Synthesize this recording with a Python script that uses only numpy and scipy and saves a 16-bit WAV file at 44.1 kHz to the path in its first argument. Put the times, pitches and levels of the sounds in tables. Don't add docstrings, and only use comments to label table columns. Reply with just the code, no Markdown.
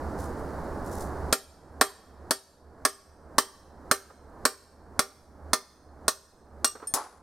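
import sys
import numpy as np
from scipy import signal
from scipy.fft import rfft, irfft, next_fast_len
from scipy.io import wavfile
from scipy.ndimage import uniform_filter1d, minimum_filter1d

SR = 44100
rng = np.random.default_rng(int(sys.argv[2]) if len(sys.argv) > 2 else 0)


def output_pcm(signal):
    pcm = np.clip(np.atleast_2d(signal).T, -1, 1) * 32767
    wavfile.write(sys.argv[1], SR, np.round(pcm).astype(np.int16))


N = 318402
TIME = np.arange(N) / SR
AGE = np.arange(int(0.8 * SR)) / SR

# frequency in Hz, relative density in dB.
AIR_SPECTRUM = [(25, -10.5), (70, -11.5), (120, -14), (300, -11.5), (900, -16.5), (1700, -27.5),
                (2150, -40), (2600, -50), (3400, -52), (4500, -45), (6500, -49), (9600, -49.5),
                (14800, -58.5), (16000, -61.5)]
# frequency in Hz, relative density in dB.
DRONE_SPECTRUM = [(45, -37.5), (66, -10), (76, -0.5), (86, -15), (110, -49.5), (400, -120)]
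RUSH_DB, DRONE_DB = -61.0, -64.5

# start in seconds, length in seconds, level in dB before it eases off.
SLEEVE_STROKES = [(0.177, 0.082, -75.5), (0.366, .04, -87), (0.844, 0.041, -76.5), (0.907, .08, -72.5),
                  (0.995, 0.046, -73)]
STROKE_ATTACK_S, STROKE_SAG_DB_PER_S = 0.014, 49.5
STROKE_RELEASE_DB_PER_S = 201
# frequency in Hz, relative density in dB.
RUB_SPECTRUM = [(2000, -25.5), (4000, -7), (6000, -1), (10000, -1), (14000, -9), (16000, -18)]

# start in seconds, force in dB, gain of the lows in dB, gain of the bar's ring in dB.
HAMMER_BLOWS = [(1.3261, -1.5, 0, -0.5), (1.8116, 0, 2.5, 0), (2.3083, 2, -2.5, -1), (2.851, 0, -0.5, -0.5),
                (3.3824, 1, -1.5, 0), (3.9127, -1, 1.5, 0), (4.4526, 2.5, -2, -1.5),
                (4.9922, 0.5, -2.5, -7), (5.5323, 3.5, -4, -12.5), (6.0808, 4, -5.5, -4),
                (6.645, 0.5, -8.5, -2.5)]
# nominal frequency in Hz, level midway through the blows in dB,
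# decay time to -60 dB in seconds, change from first blow to last in dB as the piston works loose.
BLOCK_MODES = [(252, -24.5, 0.059, 2), (293, -33, 0.083, -5.5), (394, -34, 0.23, -1.5),
               (422, -30, 0.083, -0.5), (472, -31, .13, 1.5), (560, -24.5, 0.047, -2),
               (625.5, -25, 0.088, 1.5), (778, -38, 0.2, -3.5), (930, -31.5, .07, -0.5),
               (1128, -16.5, 0.055, 5.5), (1295, -27, 0.093, 0), (1388, -21.5, 0.065, 2),
               (1672, -21.5, 0.032, -1.5), (1818, -26, 0.089, 2), (1853, -30.5, 0.089, 4)]
# nominal frequency in Hz, level midway through the blows in dB,
# decay time to -60 dB in seconds, change from first blow to last in dB.
BAR_MODES = [(2790, -65, 0.44, 7), (3060, -59, 0.39, -6), (3243, -52, 0.41, -7), (3790, -59, 0.48, -6),
             (4583, -52, 0.44, -4), (5423, -54, 0.43, -7), (5655, -50, 0.33, 12), (5711, -49, 0.3, 10),
             (6325, -56, 0.4, -5), (6494, -53, 0.39, 2), (7390, -53, 0.41, -8), (8375, -42, 0.3, 6),
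             (8415, -41, 0.28, 3), (9570, -52, 0.39, -4), (10685, -55, 0.39, -1), (11182, -51, 0.33, -8),
             (11900, -55, 0.34, 2), (13110, -56, 0.31, -5), (13972, -59, 0.3, -9), (14415, -60, 0.29, -11)]
# frequency in Hz, level in dB, decay time to -60 dB in seconds.
FREED_MODES = [(2800, -34.5, 0.15), (4540, -36, .18), (5650, -34.5, 0.2), (8387, -23.5, 0.19)]
PISTON_HZ, PISTON_FIRST_DB, PISTON_LAST_DB = 1195, -31, -23
LOWS_HZ, THUD_HZ, THUD_DB = 3000, 890, 1.6
# frequency in Hz, relative density in dB.
CRACK_SPECTRUM = [(60, -14), (170, -16), (300, -4), (1300, 8.5), (2100, 1.5), (3000, -7), (4500, 3),
                  (7300, -3.5), (9000, 0.5), (11000, -3), (12500, -13), (15600, -13.5), (17000, -31)]
# frequency in Hz, relative density in dB.
SNAP_SPECTRUM = [(60, 5.5), (400, -17), (1300, 15.5), (2500, -7), (5000, 4), (10000, 3), (15000, -8.5),
                 (20000, -12.5)]
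# frequency in Hz, relative density in dB.
BENCH_SPECTRUM = [(100, -12.5), (300, -8.5), (1300, -6.5), (1900, -1.5), (2700, 1), (4600, -1.5), (5800, 0),
                  (7500, -2.5), (8500, -5), (11000, -1.5), (12500, -1.5), (16000, -9.5)]
# frequency in Hz, relative density in dB.
YARD_SPECTRUM = [(100, -9), (400, 1.5), (1400, -3), (2600, -0.5), (3700, -1), (5400, 0), (7000, -3),
                 (10000, -7), (12500, -4.5), (14500, -10), (16000, -15)]

# start in seconds, level in dB.
BORE_KNOCKS = [(4.1, -48), (6.752, -37.5), (6.766, -49), (6.798, -45), (6.818, -45), (6.825, -40.5),
               (6.834, -46), (6.849, -55)]
# frequency in Hz, relative density in dB.
KNOCK_SPECTRUM = [(120, -17), (300, -3), (470, 4), (750, -4), (1200, 2), (1700, -8.5), (2500, -23),
                  (6000, -35), (12000, -55), (16000, -40)]

# frequency in Hz, relative level in dB,
# decay time to -60 dB in seconds.
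PART_MODES = [(1750, -60.5, 0.51), (2520, -72, .3), (3380, -69, 0.34), (4320, -62, 0.23),
              (5300, -43, 0.093), (6400, -57, 0.32), (7838, -54, 0.12), (8940, -25, 0.12),
              (11440, -41, 0.11)]
PING_S, PING_DB = 6.8715, -2.5
LATE_DROP_S, LATE_DROP_DB, LATE_DROP_TAKES_S = 7.5, -4, 0.005

# frequency in Hz, level in dB, decay time to -60 dB in seconds.
PIECE_MODES = [(9850, -40, .16), (9960, -25, .13)]
# frequency in Hz, relative density in dB.
CLATTER_SPECTRUM = [(88, -68), (150, -39), (291, -16), (321, -13.5), (361, -11), (589, -12.5), (871, -2.5),
                    (941, -10), (1060, -4.5), (2810, -32), (4860, -24.5), (8230, -28.5), (10000, -24),
                    (16000, -55)]
LANDING_S = 6.9388
SNAP_THIN_HZ, SNAP_THIN_DB = 3000, -4

# frequency in Hz, left over right in dB.
LANDING_PAN = [(60, -13), (110, -14), (200, -3.0), (380, -1.5), (700, -2.5), (1290, 1.5), (2380, -1),
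               (4400, 7.5), (8120, 0.5), (15000, 4.5)]
# frequency in Hz, left over right in dB.
BLOCK_PAN = [(100, -3.5), (400, -2.5), (1300, -2.5), (4400, 1), (8000, 0), (15000, 1)]
# frequency in Hz, left over right in dB.
EVEN_PAN = [(100, 0), (10000, 0)]
# frequency in Hz, side over mid in dB.
WIDTH = [(100, -21.5), (2000, -13.5), (5000, -9.5), (10000, -6), (14000, 2.5)]

BOOST_DB = 25.5
CUTOFF_HZ = 16600


def from_db(db):
    return 10 ** (np.asarray(db) / 20)


def at_hz(points, hz):
    table_hz, value = np.transpose(points)
    return np.interp(np.log(np.maximum(hz, 1)), np.log(table_hz), value)


def panned(pan, hz):
    return from_db(np.array([[0.5], [-0.5]]) * at_hz(pan, hz))


def noise(spectrum, size, pan=BLOCK_PAN):
    n = next_fast_len(size)
    hz = np.arange(n // 2 + 1) * SR / n
    mid, side = rfft(rng.standard_normal((2, n)))
    both = mid + side * from_db(at_hz(WIDTH, hz)) * [[1], [-1]]
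    coloured = both * from_db(at_hz(spectrum, hz)) * panned(pan, hz)
    x = irfft(coloured, n)[:, :size]
    return x / x.std()


def outdoors():
    rush = from_db(RUSH_DB) * noise(AIR_SPECTRUM, N)
    drone = from_db(DRONE_DB) * noise(DRONE_SPECTRUM, N)
    return rush + drone


def uneven(size, depth_db, count):
    jitter = uniform_filter1d(rng.standard_normal(size), size=count)
    gain = from_db(depth_db * jitter / jitter.std())
    return gain / np.sqrt(np.mean(gain ** 2))


def sleeve():
    power = 0
    for start_s, length_s, db in SLEEVE_STROKES:
        age = np.maximum(TIME - start_s, 0)
        overtime = np.maximum(age - length_s, 0)
        fall_db = STROKE_SAG_DB_PER_S * age + STROKE_RELEASE_DB_PER_S * overtime
        attack = np.minimum(age / STROKE_ATTACK_S, 1)
        power = power + (attack * from_db(db - fall_db)) ** 2
    return np.sqrt(power) * noise(RUB_SPECTRUM, N) * uneven(N, depth_db=3.5, count=130)


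def dying(t60):
    return from_db(-60 * AGE / t60)


def burst(spectrum, level_db, t60, rise, pan=BLOCK_PAN):
    build_up = 1 - np.exp(-AGE / rise)
    return from_db(level_db) * noise(spectrum, len(AGE), pan) * dying(t60) * build_up


def ring(modes, scatter_db, detune):
    out = 0
    draws = rng.standard_normal((len(modes), 3))
    for (hz, db, t60), (strength, shift, sign) in zip(modes, draws):
        phase = 2 * np.pi * hz * (1 + detune * shift) * AGE
        wave = np.sign(sign) * np.sin(phase) * dying(t60)
        out = out + from_db(db + scatter_db * strength) * panned(BLOCK_PAN, hz) * wave
    return out


def low_shelf(x, corner_hz, gain_db):
    w, g = 2 * np.tan(np.pi * corner_hz / SR), from_db(gain_db / 2)
    zeros = [1, np.sqrt(2 * g) * w, g * w * w]
    poles = [1, np.sqrt(2 / g) * w, w * w / g]
    b, a = signal.bilinear(zeros, poles)
    return signal.lfilter(b, a, x)


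def loosened(modes, progress):
    return [(hz, db + change_db * (progress - 0.5), t60) for hz, db, t60, change_db in modes]


def surroundings(x):
    bench = burst(BENCH_SPECTRUM, level_db=-37.0, t60=0.15, rise=0.0018, pan=EVEN_PAN)
    yard = burst(YARD_SPECTRUM, level_db=-56.5, t60=0.57, rise=0.015, pan=EVEN_PAN)
    return x + signal.fftconvolve(x, bench + yard, axes=1)[:, :len(AGE)]


def add(out, start_s, sound):
    i = int(start_s * SR)
    out[:, i:i + sound.shape[-1]] += sound[..., :N - i]


def bar_ring(progress):
    modes = loosened(BAR_MODES, progress)
    pressed = from_db(17.5) * dying(0.15) * ring(modes, scatter_db=1.5, detune=0.006)
    pairs = ring(modes, scatter_db=1.0, detune=0.00081) + ring(modes, scatter_db=2.0, detune=0.0018)
    free = from_db(-1.0) * pairs
    return low_shelf(pressed + free, 5800, -2.7)


def hammering():
    out = np.zeros((2, N))
    casting = burst(CRACK_SPECTRUM, level_db=-15, t60=0.04, rise=0.00025)
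    steps = np.linspace(0, 1, len(HAMMER_BLOWS))
    for progress, (start_s, force_db, lows_db, bar_db) in zip(steps, HAMMER_BLOWS):
        click = burst(SNAP_SPECTRUM, level_db=-12.5, t60=0.0062, rise=0.00025)
        crack = casting + burst(CRACK_SPECTRUM, level_db=-10.5, t60=0.04, rise=0.00098)
        block = from_db(-0.5) * ring(loosened(BLOCK_MODES, progress), scatter_db=0.5, detune=0.0052)
        piston_db = PISTON_FIRST_DB + progress * (PISTON_LAST_DB - PISTON_FIRST_DB)
        piston = ring([(PISTON_HZ, piston_db, 0.16)], scatter_db=1.0, detune=0.0059)
        bar = from_db(bar_db) * bar_ring(progress)
        blow = low_shelf(click + crack + block + piston + bar, LOWS_HZ, lows_db)
        blow = low_shelf(blow, THUD_HZ, THUD_DB)
        add(out, start_s, from_db(force_db) * surroundings(blow))
    freed = ring(FREED_MODES, scatter_db=0, detune=0)
    add(out, HAMMER_BLOWS[-1][0], surroundings(freed))
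    return out


def bar_knocks():
    out = np.zeros((2, N))
    for start_s, db in BORE_KNOCKS:
        add(out, start_s, burst(KNOCK_SPECTRUM, db, t60=0.1, rise=0.0015))
    return out


def part_ping():
    out = np.zeros((2, N))
    touch = burst(RUB_SPECTRUM, level_db=-42, t60=0.025, rise=0.0005)
    part = ring(PART_MODES, scatter_db=0, detune=0)
    build_up = 1 - np.exp(-AGE / 0.0013)
    add(out, PING_S, touch + part * build_up)
    dropped = np.clip((TIME - LATE_DROP_S) / LATE_DROP_TAKES_S, 0, 1)
    return from_db(PING_DB + LATE_DROP_DB * dropped) * out


def landing():
    out = np.zeros((2, N))
    snap = burst(SNAP_SPECTRUM, level_db=-5, t60=0.0087, rise=0.0002, pan=LANDING_PAN)
    snap = low_shelf(snap, SNAP_THIN_HZ, SNAP_THIN_DB)
    grit = burst(RUB_SPECTRUM, level_db=-16.5, t60=0.099, rise=0.0024, pan=LANDING_PAN)
    clatter = burst(CLATTER_SPECTRUM, level_db=-23.5, t60=0.38, rise=0.0071, pan=LANDING_PAN)
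    clatter = clatter * uneven(len(AGE), depth_db=1.0, count=200)
    piece = ring(PIECE_MODES, scatter_db=0, detune=0)
    add(out, LANDING_S, snap + grit + clatter + piece)
    return out


def scene():
    return outdoors() + sleeve() + hammering() + bar_knocks() + part_ping() + landing()


def gain_control(x, ceiling_db, hold_s, release_db_per_s):
    slope = np.diff(x, prepend=0)
    power = uniform_filter1d(slope ** 2, size=90).max(axis=0)
    allowed_db = np.minimum(ceiling_db - 10 * np.log10(np.maximum(power, 1e-12)), BOOST_DB)
    climb = release_db_per_s * TIME
    released = np.minimum.accumulate(allowed_db - climb) + climb
    hold = 2 * int(hold_s * SR / 2) + 1
    held = minimum_filter1d(released, hold, origin=hold // 2, mode="nearest")
    early = minimum_filter1d(held, size=101)
    return x * from_db(uniform_filter1d(early, size=61))


def record(dry):
    x = gain_control(dry, ceiling_db=-14.0, hold_s=0.14, release_db_per_s=43)
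    top_cut = signal.cheby2(14, 70, CUTOFF_HZ + 700, fs=SR, output="sos")
    return signal.sosfilt(top_cut, np.tanh(x))


dry = scene()
out = record(dry)
output_pcm(out)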